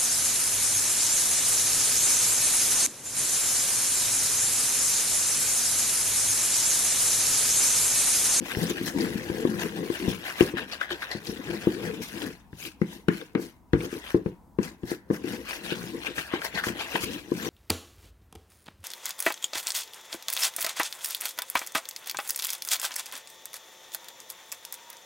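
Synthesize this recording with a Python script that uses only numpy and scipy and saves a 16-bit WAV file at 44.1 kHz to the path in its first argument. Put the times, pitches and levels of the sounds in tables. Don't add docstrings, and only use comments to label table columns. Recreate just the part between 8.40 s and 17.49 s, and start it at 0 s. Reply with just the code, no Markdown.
import sys
import numpy as np
from scipy import signal
from scipy.fft import rfft, irfft, next_fast_len
from scipy.io import wavfile
from scipy.ndimage import uniform_filter1d, map_coordinates

SR = 44100
rng = np.random.default_rng(int(sys.argv[2]) if len(sys.argv) > 2 else 0)


def waveform_to_disk(signal):
    frames = np.transpose(np.atleast_2d(signal))
    scaled = np.clip(frames, -1, 1) * 32767
    samples = np.round(scaled).astype(np.int16)
    wavfile.write(sys.argv[1], SR, samples)


N = 400869

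# crack_db, counter_thump_db, lowest_bowl_modes_db
KNOCKS = [(0.167, -22.5, -32, -1, -8), (0.41, -22, -33, -14, -22), (0.75, -23.5, -22, -13, 3),
          (0.897, -19, -27, -8, -28), (1.049, -11, -31, -54.5, -16.5), (1.499, -16.5, -30.5, -24, -17.5),
          (1.675, -16, -23, -6.5, -1), (2.0058, -4, -16, -17.5, -34), (2.136, -21.5, -26, -11.5, -5.5),
          (2.748, -22.5, -24, -14.5, -7.5), (2.887, -28.5, -32, -5.5, 4.5), (3.269, -9, -33, -26, -9),
          (4.127, -34, -14, -1, 0.5), (4.414, -15.5, -16.5, -38, -1), (4.682, -9, -12.5, -58, -4),
          (4.949, -10, -14, -49, -4), (5.331, -7.5, -16.5, -9, -6.5), (5.348, -14.5, -28, -10, -9),
          (5.526, -21.5, -32, -25.5, -30), (5.743, -7, -38, -17, -12), (5.858, -15.5, -26, -11.5, -8.5),
          (6.185, -10.5, -24, -23.5, -4), (6.431, -25, -21.5, -6, -0.5), (6.514, -20.5, -21, -28, -26),
          (6.7, -12, -29.5, -28.5, -8), (6.7067, -13, -30, -30, -8), (6.842, -23, -37, -33.5, -28),
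          (7.319, -17, -29, -48.5, -8.5), (7.436, -24, -21.5, -34, -13), (7.935, -17.5, -29, -44, -20),
          (8.266, -21.5, -24, -7, -22), (8.297, -24, -19, -14.5, -5), (8.549, -19, -15.5, -35, -26),
          (8.633, -23.5, -19.5, -6.5, -15), (8.916, -13, -41, -49, -31)]
# pitch_hz, width_hz, level_db
BOWL = [(188.2, 32.4, 0), (256.7, 52, -4), (334.7, 58, -1.5), (412, 30, -8), (429.2, 52, -4.5),
        (509.7, 70, -10), (275, 144, -7.5)]
# pitch_hz, width_hz, level_db
COUNTER = [(62, 74, -1), (122.5, 10, 0)]
# pitch_hz, width_hz, level_db
RIM = [(650, 490, 3), (1086, 224, 4.5), (1614, 298, 8), (2036, 196, 8.5)]
# pitch_hz, width_hz, level_db
BLADE = [(2450, 580, 2), (3540, 1440, -2.5), (4210, 490, -2.5)]


def amp(db):
    return 10 ** (np.asarray(db) / 20)


def unit(x):
    return x / np.sqrt(np.mean(x ** 2) + 1e-20)


def along(points, hz):
    f, v = np.transpose(points)
    return np.interp(np.log(hz + 1), np.log(f + 1), v)


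def wobble(rate):
    return map_coordinates(rng.standard_normal(int(N * rate / SR) + 4), [np.arange(N) * rate / SR])


def filtered(x, response):
    m = next_fast_len(N + SR)
    return irfft(rfft(x, m) * response(np.fft.rfftfreq(m, 1 / SR)), m)[..., :N]


def modes(table):
    def response(f):
        return sum((-1) ** k * amp(db) * 1j * f * w / (c * c - f * f + 1j * f * w)
                   for k, (c, w, db) in enumerate(table))
    return response


def roving(x, table, rate, depth_db):
    total = 0
    for k, mode in enumerate(table):
        gain = amp(depth_db * np.tanh(wobble(rate)))
        total = total + (-1) ** k * gain * filtered(x, modes([mode]))
    return total


def soft(hz, top_hz):
    return 1 / (1 + 1.4j * hz / top_hz - (hz / top_hz) ** 2) ** 2


def grit(per_second, spread_db):
    hit = rng.random(N) < per_second / SR
    size = amp(spread_db * np.minimum(rng.exponential(size=N), 4.5))
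    return unit(hit * rng.standard_normal(N) * size)


def patchy(x, depth_db):
    z = signal.stft(x, nperseg=256)[2]
    field = uniform_filter1d(rng.standard_normal(z.shape), size=6, axis=0)
    field = uniform_filter1d(field, size=8, axis=1)
    return signal.istft(z * amp(depth_db * unit(field)), nperseg=256)[1][:N]


def swells(rows, rounding):
    t = np.arange(0, N, 64) / SR
    peak_s, rise_ms, fade_ms, *levels_db = np.transpose(rows)[..., None]
    ms = 1000 * (t - peak_s)
    drop_db = 10 * np.where(ms < 0, -ms / rise_ms, ms / fade_ms) ** rounding
    curves = []
    for db in levels_db:
        power = (amp(db - drop_db) ** 2).sum(axis=0)
        curves.append(10 * np.log10(np.interp(np.arange(N) / SR, t, power) + 1e-12))
    return curves


def room_tone():
    # (relative, per Hz)
    tone_colour = [(15, -61.5), (25, -15), (66, 0.5), (105, -14.5), (195, -9), (330, -16.5), (543, -27.5),
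                   (984, -18.5), (1130, -28.5), (2530, -49), (15900, -45)]
    level_db = -54.5
    shared, left, right = rng.standard_normal((3, N))
    pair = np.array([shared + 0.33 * left, shared + 0.77 * right])
    pair = filtered(pair, lambda hz: amp(along(tone_colour, hz)))
    return amp(level_db + 1.0 * wobble(4.7)) * unit(pair) * amp([[1.5], [-1.5]])


def pressure():
    # peak_s, rise_ms and fade_ms (each for the first 10 dB), rumble_db
    push_rows = [(0.024, 62, 23, -33), (0.239, 15, 8, -25.5), (0.251, 130, 98, -32), (0.313, 16, 6.8, -25),
                 (0.482, 180, 28, -33.5), (0.563, 35, 80, -28.5), (0.63, 76, 85.7, -26.5),
                 (0.79, 18, 290, -37.5), (1.147, 350, 115, -32), (1.265, 40, 6.1, -26.5),
                 (1.403, 89, 119, -32.5), (1.622, 28, 160, -33.5), (2.17, 180, 140, -40.5),
                 (2.51, 5.7, 49, -39.5), (2.936, 95, 63, -38.5), (2.998, 22, 17, -34), (3.1, 53, 100, -34),
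                 (3.478, 230, 127, -33), (3.606, 45, 30, -37.5), (3.765, 37, 21, -35), (3.876, 96, 42, -33),
                 (4.272, 39, 18, -42), (4.565, 150, 49, -48.5), (4.747, 63, 39, -47.5), (4.82, 21, 19, -41),
                 (5.054, 86, 29, -40.5), (5.448, 45, 34, -33), (5.56, 11, 18, -32), (6.253, 43, 52, -39.5),
                 (6.537, 84, 16, -40.5), (6.94, 160, 100, -36), (7.471, 270, 168, -39),
                 (7.548, 10, 13, -31.5), (7.691, 21, 26, -37), (7.786, 10, 16, -35.5),
                 (8.15, 7.7, 12, -32.5), (8.336, 220, 160, -44), (8.546, 6.2, 9.9, -32),
                 (8.732, 117, 57, -35.5), (9.097, 170, 170, -33.5)]
    slide_db, slide_fade_db_per_s, slide_rise_s = -15.5, 290.5, 0.011
    power = amp(swells(push_rows, rounding=1.54)[0]) ** 2
    t = np.arange(SR // 2) / SR
    for s, db, *_ in KNOCKS:
        after = power[round(s * SR):][:len(t)]
        slide = amp(db + slide_db - slide_fade_db_per_s * t) * (1 - np.exp(-(t / slide_rise_s) ** 2))
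        after += slide[:len(after)] ** 2
    return np.sqrt(power)


def rumble():
    slips = grit(1500, spread_db=2.0)
    wall = roving(slips, BOWL[:-1], 11, depth_db=5.0)
    shaken = wall - amp(-7.0) * filtered(slips, modes(COUNTER))
    wall = filtered(shaken, lambda hz: soft(hz, top_hz=545) * 1j * hz / (260 + 1j * hz))
    even = wall / np.abs(uniform_filter1d(wall ** 2, size=SR // 25)) ** 0.18
    lumps = amp(1.2 * np.tanh(wobble(30)))
    return pressure() * unit(lumps * even)


def drag():
    # peak_s, rise_ms and fade_ms (each for the first 10 dB),
    # rim_rasp_db, blade_rasp_db, wet_hiss_db (before the uneven grip)
    stroke_rows = [(0.114, 73, 54, -37, -38.5, -39), (0.236, 71, 36, -37, -40.5, -36),
                   (0.298, 30, 41, -40.5, -38.5, -37.5), (0.399, 77, 49, -40.5, -42, -47.5),
                   (0.482, 63, 40, -39, -50.5, -36.5), (0.619, 85, 163, -37.5, -41.5, -39.5),
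                   (0.908, 180, 780, -41.5, -46.5, -46.5), (1.208, 27, 57, -36.5, -40.5, -39),
                   (1.389, 64, 30, -46.5, -47, -52.5), (1.558, 40, 52, -41.5, -43.5, -43),
                   (1.727, 270, 58, -41, -39.5, -42.5), (1.868, 35, 59, -32.5, -35.5, -39),
                   (2.013, 50, 67, -33.5, -35.5, -35.5), (2.184, 24, 47, -35, -35, -45.5),
                   (2.331, 47, 46, -41.5, -41, -50), (2.418, 18, 58, -36.5, -42.5, -49.5),
                   (2.517, 21, 39, -34.5, -35.5, -45.5), (2.628, 28, 43, -34, -38, -43),
                   (2.719, 37, 59, -36.5, -41, -47), (2.88, 42, 87, -50, -45, -43.5),
                   (3.134, 240, 280, -44, -47.5, -51), (3.462, 50, 48, -36, -45, -44),
                   (3.463, 360, 175, -45.5, -45.5, -49), (3.626, 14, 62, -45.5, -43, -37.5),
                   (3.827, 163, 89, -42, -43.5, -43), (4.245, 56, 48, -48, -42, -40.5),
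                   (4.533, 76, 63, -52.5, -50, -49), (4.741, 37, 94, -49.5, -47, -47.5),
                   (5.027, 30, 63, -51, -51.5, -45.5), (5.449, 54, 32, -43.5, -47, -44),
                   (5.549, 69, 71, -45, -48.5, -48), (5.698, 76, 68, -44, -47.5, -49),
                   (5.86, 18, 63, -57, -59, -60.5), (6.245, 23, 50, -39.5, -44.5, -42.5),
                   (6.511, 43, 43, -41.5, -50, -42), (6.751, 28, 29, -40, -53.5, -46),
                   (6.915, 77, 90, -43.5, -43.5, -44.5), (7.112, 45, 72, -37.5, -37, -40.5),
                   (7.259, 44, 65, -41, -43, -45), (7.317, 35, 40, -38, -34, -42.5),
                   (7.41, 85, 250, -46.5, -47.5, -47), (7.665, 57, 57, -38, -35.5, -46.5),
                   (7.789, 30, 69, -36.5, -37.5, -38.5), (7.945, 37, 57, -33.5, -37.5, -49.5),
                   (8.051, 29, 33, -33, -37.5, -38), (8.189, 40.6, 18, -28, -32, -38),
                   (8.27, 40, 44, -35, -40, -36.5), (8.423, 51, 35, -32.5, -33.5, -38),
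                   (8.556, 65, 55, -33.5, -34, -37.5), (8.638, 26, 15, -40.0, -39.5, -33),
                   (8.728, 130, 96, -45, -40.5, -46), (9.07, 127, 47, -38.5, -41.5, -39)]
    # (relative, per Hz)
    hiss_colour = [(2350, -8), (4000, 1.5), (5790, 2), (7860, -3), (11600, -1), (15200, -6.5)]
    catch_per_s, catch_fade_s = 45, 0.014
    rim_db, blade_db, hiss_db = swells(stroke_rows, rounding=1.28)
    grains = (rng.random(N) < catch_per_s / SR) * rng.random(N)
    catch = signal.lfilter([1], [1, -np.exp(-1 / (catch_fade_s * SR))], grains)
    judder = np.tanh(unit(catch - catch.mean()))
    slips = grit(2500, spread_db=0.5)
    rim, blade = [unit(patchy(roving(slips, part, 22, depth_db=3.5), depth_db=1.2))
                  for part in (RIM, BLADE)]
    hiss = filtered(grit(9000, spread_db=-0.5), lambda hz: amp(along(hiss_colour, hz)))
    hiss = unit(patchy(hiss, depth_db=2.5))
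    rasp = amp(1.96 * judder) * (amp(rim_db) * rim + amp(blade_db) * blade)
    return rasp + amp(hiss_db + 3.0 * judder) * hiss


def scuffs():
    # start_s, strength_db (relative), fade_s (time to fall 60 dB), pocket_hz
    scuff_rows = [(0.107, -27, 0.08, 1740), (0.477, -24, 0.064, 1800), (0.605, -29, 0.1, 4500),
                  (0.755, -30.5, 0.25, 1900), (1.194, -29, 0.074, 1636), (2.007, -8, 0.012, 2400),
                  (2.169, -26.5, 0.05, 1520), (2.184, -24.5, 0.033, 1550), (2.312, -30.5, 0.16, 4240),
                  (2.412, -19, 0.06, 1490), (2.508, -16.5, 0.014, 1740), (2.523, -28, 0.03, 3820),
                  (2.62, -20.5, 0.063, 1530), (2.708, -28, 0.17, 4140), (2.869, -28.5, 0.03, 4400),
                  (4.814, -23, 0.015, 1810), (5.405, -29.5, 0.042, 2480), (5.661, -33, 0.16, 2900),
                  (5.703, -27.5, 0.031, 1780), (6.23, -34, 0.073, 5940), (6.743, -30.5, 0.035, 1900),
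                  (7.092, -28, 0.047, 1810), (7.13, -28, 0.05, 1916), (7.667, -25, 0.037, 2360),
                  (7.779, -22, 0.052, 1600), (7.936, -18, 0.08, 936), (8.017, -20, 0.035, 1590),
                  (8.144, -30.5, 0.15, 4200), (8.184, -21.5, 0.07, 1710), (8.237, -17.5, 0.06, 1546),
                  (8.265, -20.5, 0.04, 980), (8.285, -21, 0.037, 1600), (8.386, -25.5, 0.22, 3030),
                  (8.555, -9.5, 0.025, 920)]
    out, t = np.zeros(N + SR), np.arange(SR // 5) / SR
    hz = np.fft.rfftfreq(len(t), 1 / SR)
    for s, db, t60, pocket_hz in scuff_rows:
        fade = amp(-60 * t / max(t60, .005)) * (1 - np.exp(-t / (1.3 * t60 ** 3 + 1e-4)))
        crunch = rng.standard_normal(len(t))
        burst = fade * crunch * amp(5.5 * np.minimum(rng.exponential(size=len(t)), 4.5))
        burst *= np.linalg.norm(fade) / np.linalg.norm(burst)
        pocket = modes([(pocket_hz, .42 * pocket_hz, 0)])(hz) ** 2
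        colour = pocket + amp(-13.5) * modes(RIM + BLADE)(hz)
        out[round(s * SR):][:len(t)] += amp(db + 9.0) * irfft(rfft(burst) * colour, len(t))
    return out[:N]


def ring(table, t, draw):
    total = 0
    for k, ((hz, w, db), (d, e)) in enumerate(zip(table, draw)):
        tone = np.exp(-np.pi * w * t) * np.cos(2 * np.pi * hz * (1 + 0.029 * e) * t)
        total = total + (-1) ** k * amp(db + 1.77 * d) * w * tone
    return total


def knocks():
    # pitch_hz, width_hz, level_db
    clack_modes = [(970, 380, -6), (1600, 370, 3.5), (2130, 300, 5), (2750, 780, -3), (3900, 1360, -11)]
    # pitch_hz, width_hz, level_db
    touch_modes = [(2600, 1500, 5), (6100, 2500, -4)]
    touch_db = -3.5
    yield_s, yield_share = 0.0014, 0.23
    tick_db = 15.5
    crack_t60, skid_t60, skid_db = 0.011, 0.22, -16.5
    hard_db, dull_db_per_octave = -6.5, 0.57
    thud, crack, t = np.zeros(N + SR), np.zeros(N + SR), np.arange(SR // 4) / SR
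    hz, touch = np.fft.rfftfreq(len(t), 1 / SR), np.zeros(N)
    for s, db, crack_db, thump_db, low_db in KNOCKS:
        draw = rng.standard_normal((2, len(BOWL), 2))
        wall = amp(low_db + 7.0) * ring(BOWL[:2], t, draw[0]) + ring(BOWL[2:], t, draw[0, 2:])
        thump = amp(thump_db + 6) * ring(COUNTER, t, draw[1])
        thud[round((s + .0015) * SR):][:len(t)] += amp(db - 36.5) * (wall - thump)

        fade = amp(-60 * t / crack_t60) + amp(skid_db - 60 * t / skid_t60)
        burst = amp(db + crack_db + 12.0) * fade * rng.choice([-1, 1], len(t))
        burst[0] *= amp(tick_db)
        touch[round((s + .0012) * SR)] = amp(db + .5 * crack_db + touch_db)

        dull_db = dull_db_per_octave * np.clip(crack_db - hard_db, -8, 0)
        shifts = rng.standard_normal(len(clack_modes))
        steel = modes([(c, w, level + 1.6 * d + dull_db * np.log2(c / clack_modes[1][0]))
                       for (c, w, level), d in zip(clack_modes, shifts)])
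        crack[round((s + .0027) * SR):][:len(t)] += irfft(rfft(burst) * steel(hz), len(t))

    def cushion(hz):
        draw_back = 1 - yield_share * np.exp(2j * np.pi * hz * yield_s)
        return soft(hz, top_hz=545) * soft(hz, top_hz=804) * draw_back
    return filtered(thud[:N], cushion) + crack[:N] + filtered(touch, modes(touch_modes))


def ports(x):
    # pitch_hz, likeness (0 to 1)
    likeness = [(60, 1), (450, 0.92), (620, 0.72), (1500, 0.58), (10000, 0.0091)]
    # pitch_hz, level_db
    left_over_right = [(60, 5), (180, 7.5), (330, 6.5), (700, 5), (2000, 6), (10000, 3.5)]
    z = signal.stft(x, nperseg=128)[2]
    field = uniform_filter1d(rng.standard_normal(z.shape), size=3, axis=0)
    field = uniform_filter1d(field, size=24, axis=1)
    other = signal.istft(z * np.exp(2.5j * unit(field)), nperseg=128)[1]
    other = np.pad(other, (32, 0))[:N]
    other *= np.std(x) / np.std(other)

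    def shares(hz):
        turn = np.arccos(np.clip(along(likeness, hz), -1, 1)) / 2
        return np.array([np.cos(turn), np.sin(turn)])

    def lead_and_tilt(hz):
        lead = np.exp(2j * np.pi * hz * np.array([[1], [-1]]) * .00008)
        return lead * amp(along(left_over_right, hz) * np.array([[.5], [-.5]]))
    mid, side = filtered(np.array([x, other]), shares)
    return filtered(np.array([mid + side, mid - side]), lead_and_tilt)


def kitchen(x):
    # pitch_hz, fade_s (time to fall 60 dB)
    echo_fade = [(100, 0.34), (500, 0.17), (2000, 0.61), (10000, 0.24)]
    hz, t, z = signal.stft(rng.standard_normal((2, SR // 2)), SR, nperseg=256)
    z[1] = np.where(hz[:, None] < 550, z[0], z[1])
    tail = signal.istft(z * amp(-60 * t / along(echo_fade, hz)[:, None]), SR, nperseg=256)[1]
    late = np.pad(x, (300, 0))[None]
    return signal.fftconvolve(late, tail / np.linalg.norm(tail[0]), axes=1)[:, :N]


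def scene():
    bowl = rumble() + drag() + scuffs() + knocks()
    echo_dull_hz = 900
    echo = kitchen(filtered(bowl, lambda hz: 1 / (1 + 1j * hz / echo_dull_hz)))
    return ports(bowl) + amp(-9.0) * echo + room_tone()


def record(dry):
    top_hz = 15950
    heard = filtered(dry, lambda hz: (1j * hz / (36 + 1j * hz)) ** 2)
    rounded = heard / (1 + np.abs(heard / .9) ** 6) ** (1 / 6)
    return filtered(rounded, lambda hz: hz < top_hz)


dry = scene()
out = record(dry)
waveform_to_disk(out)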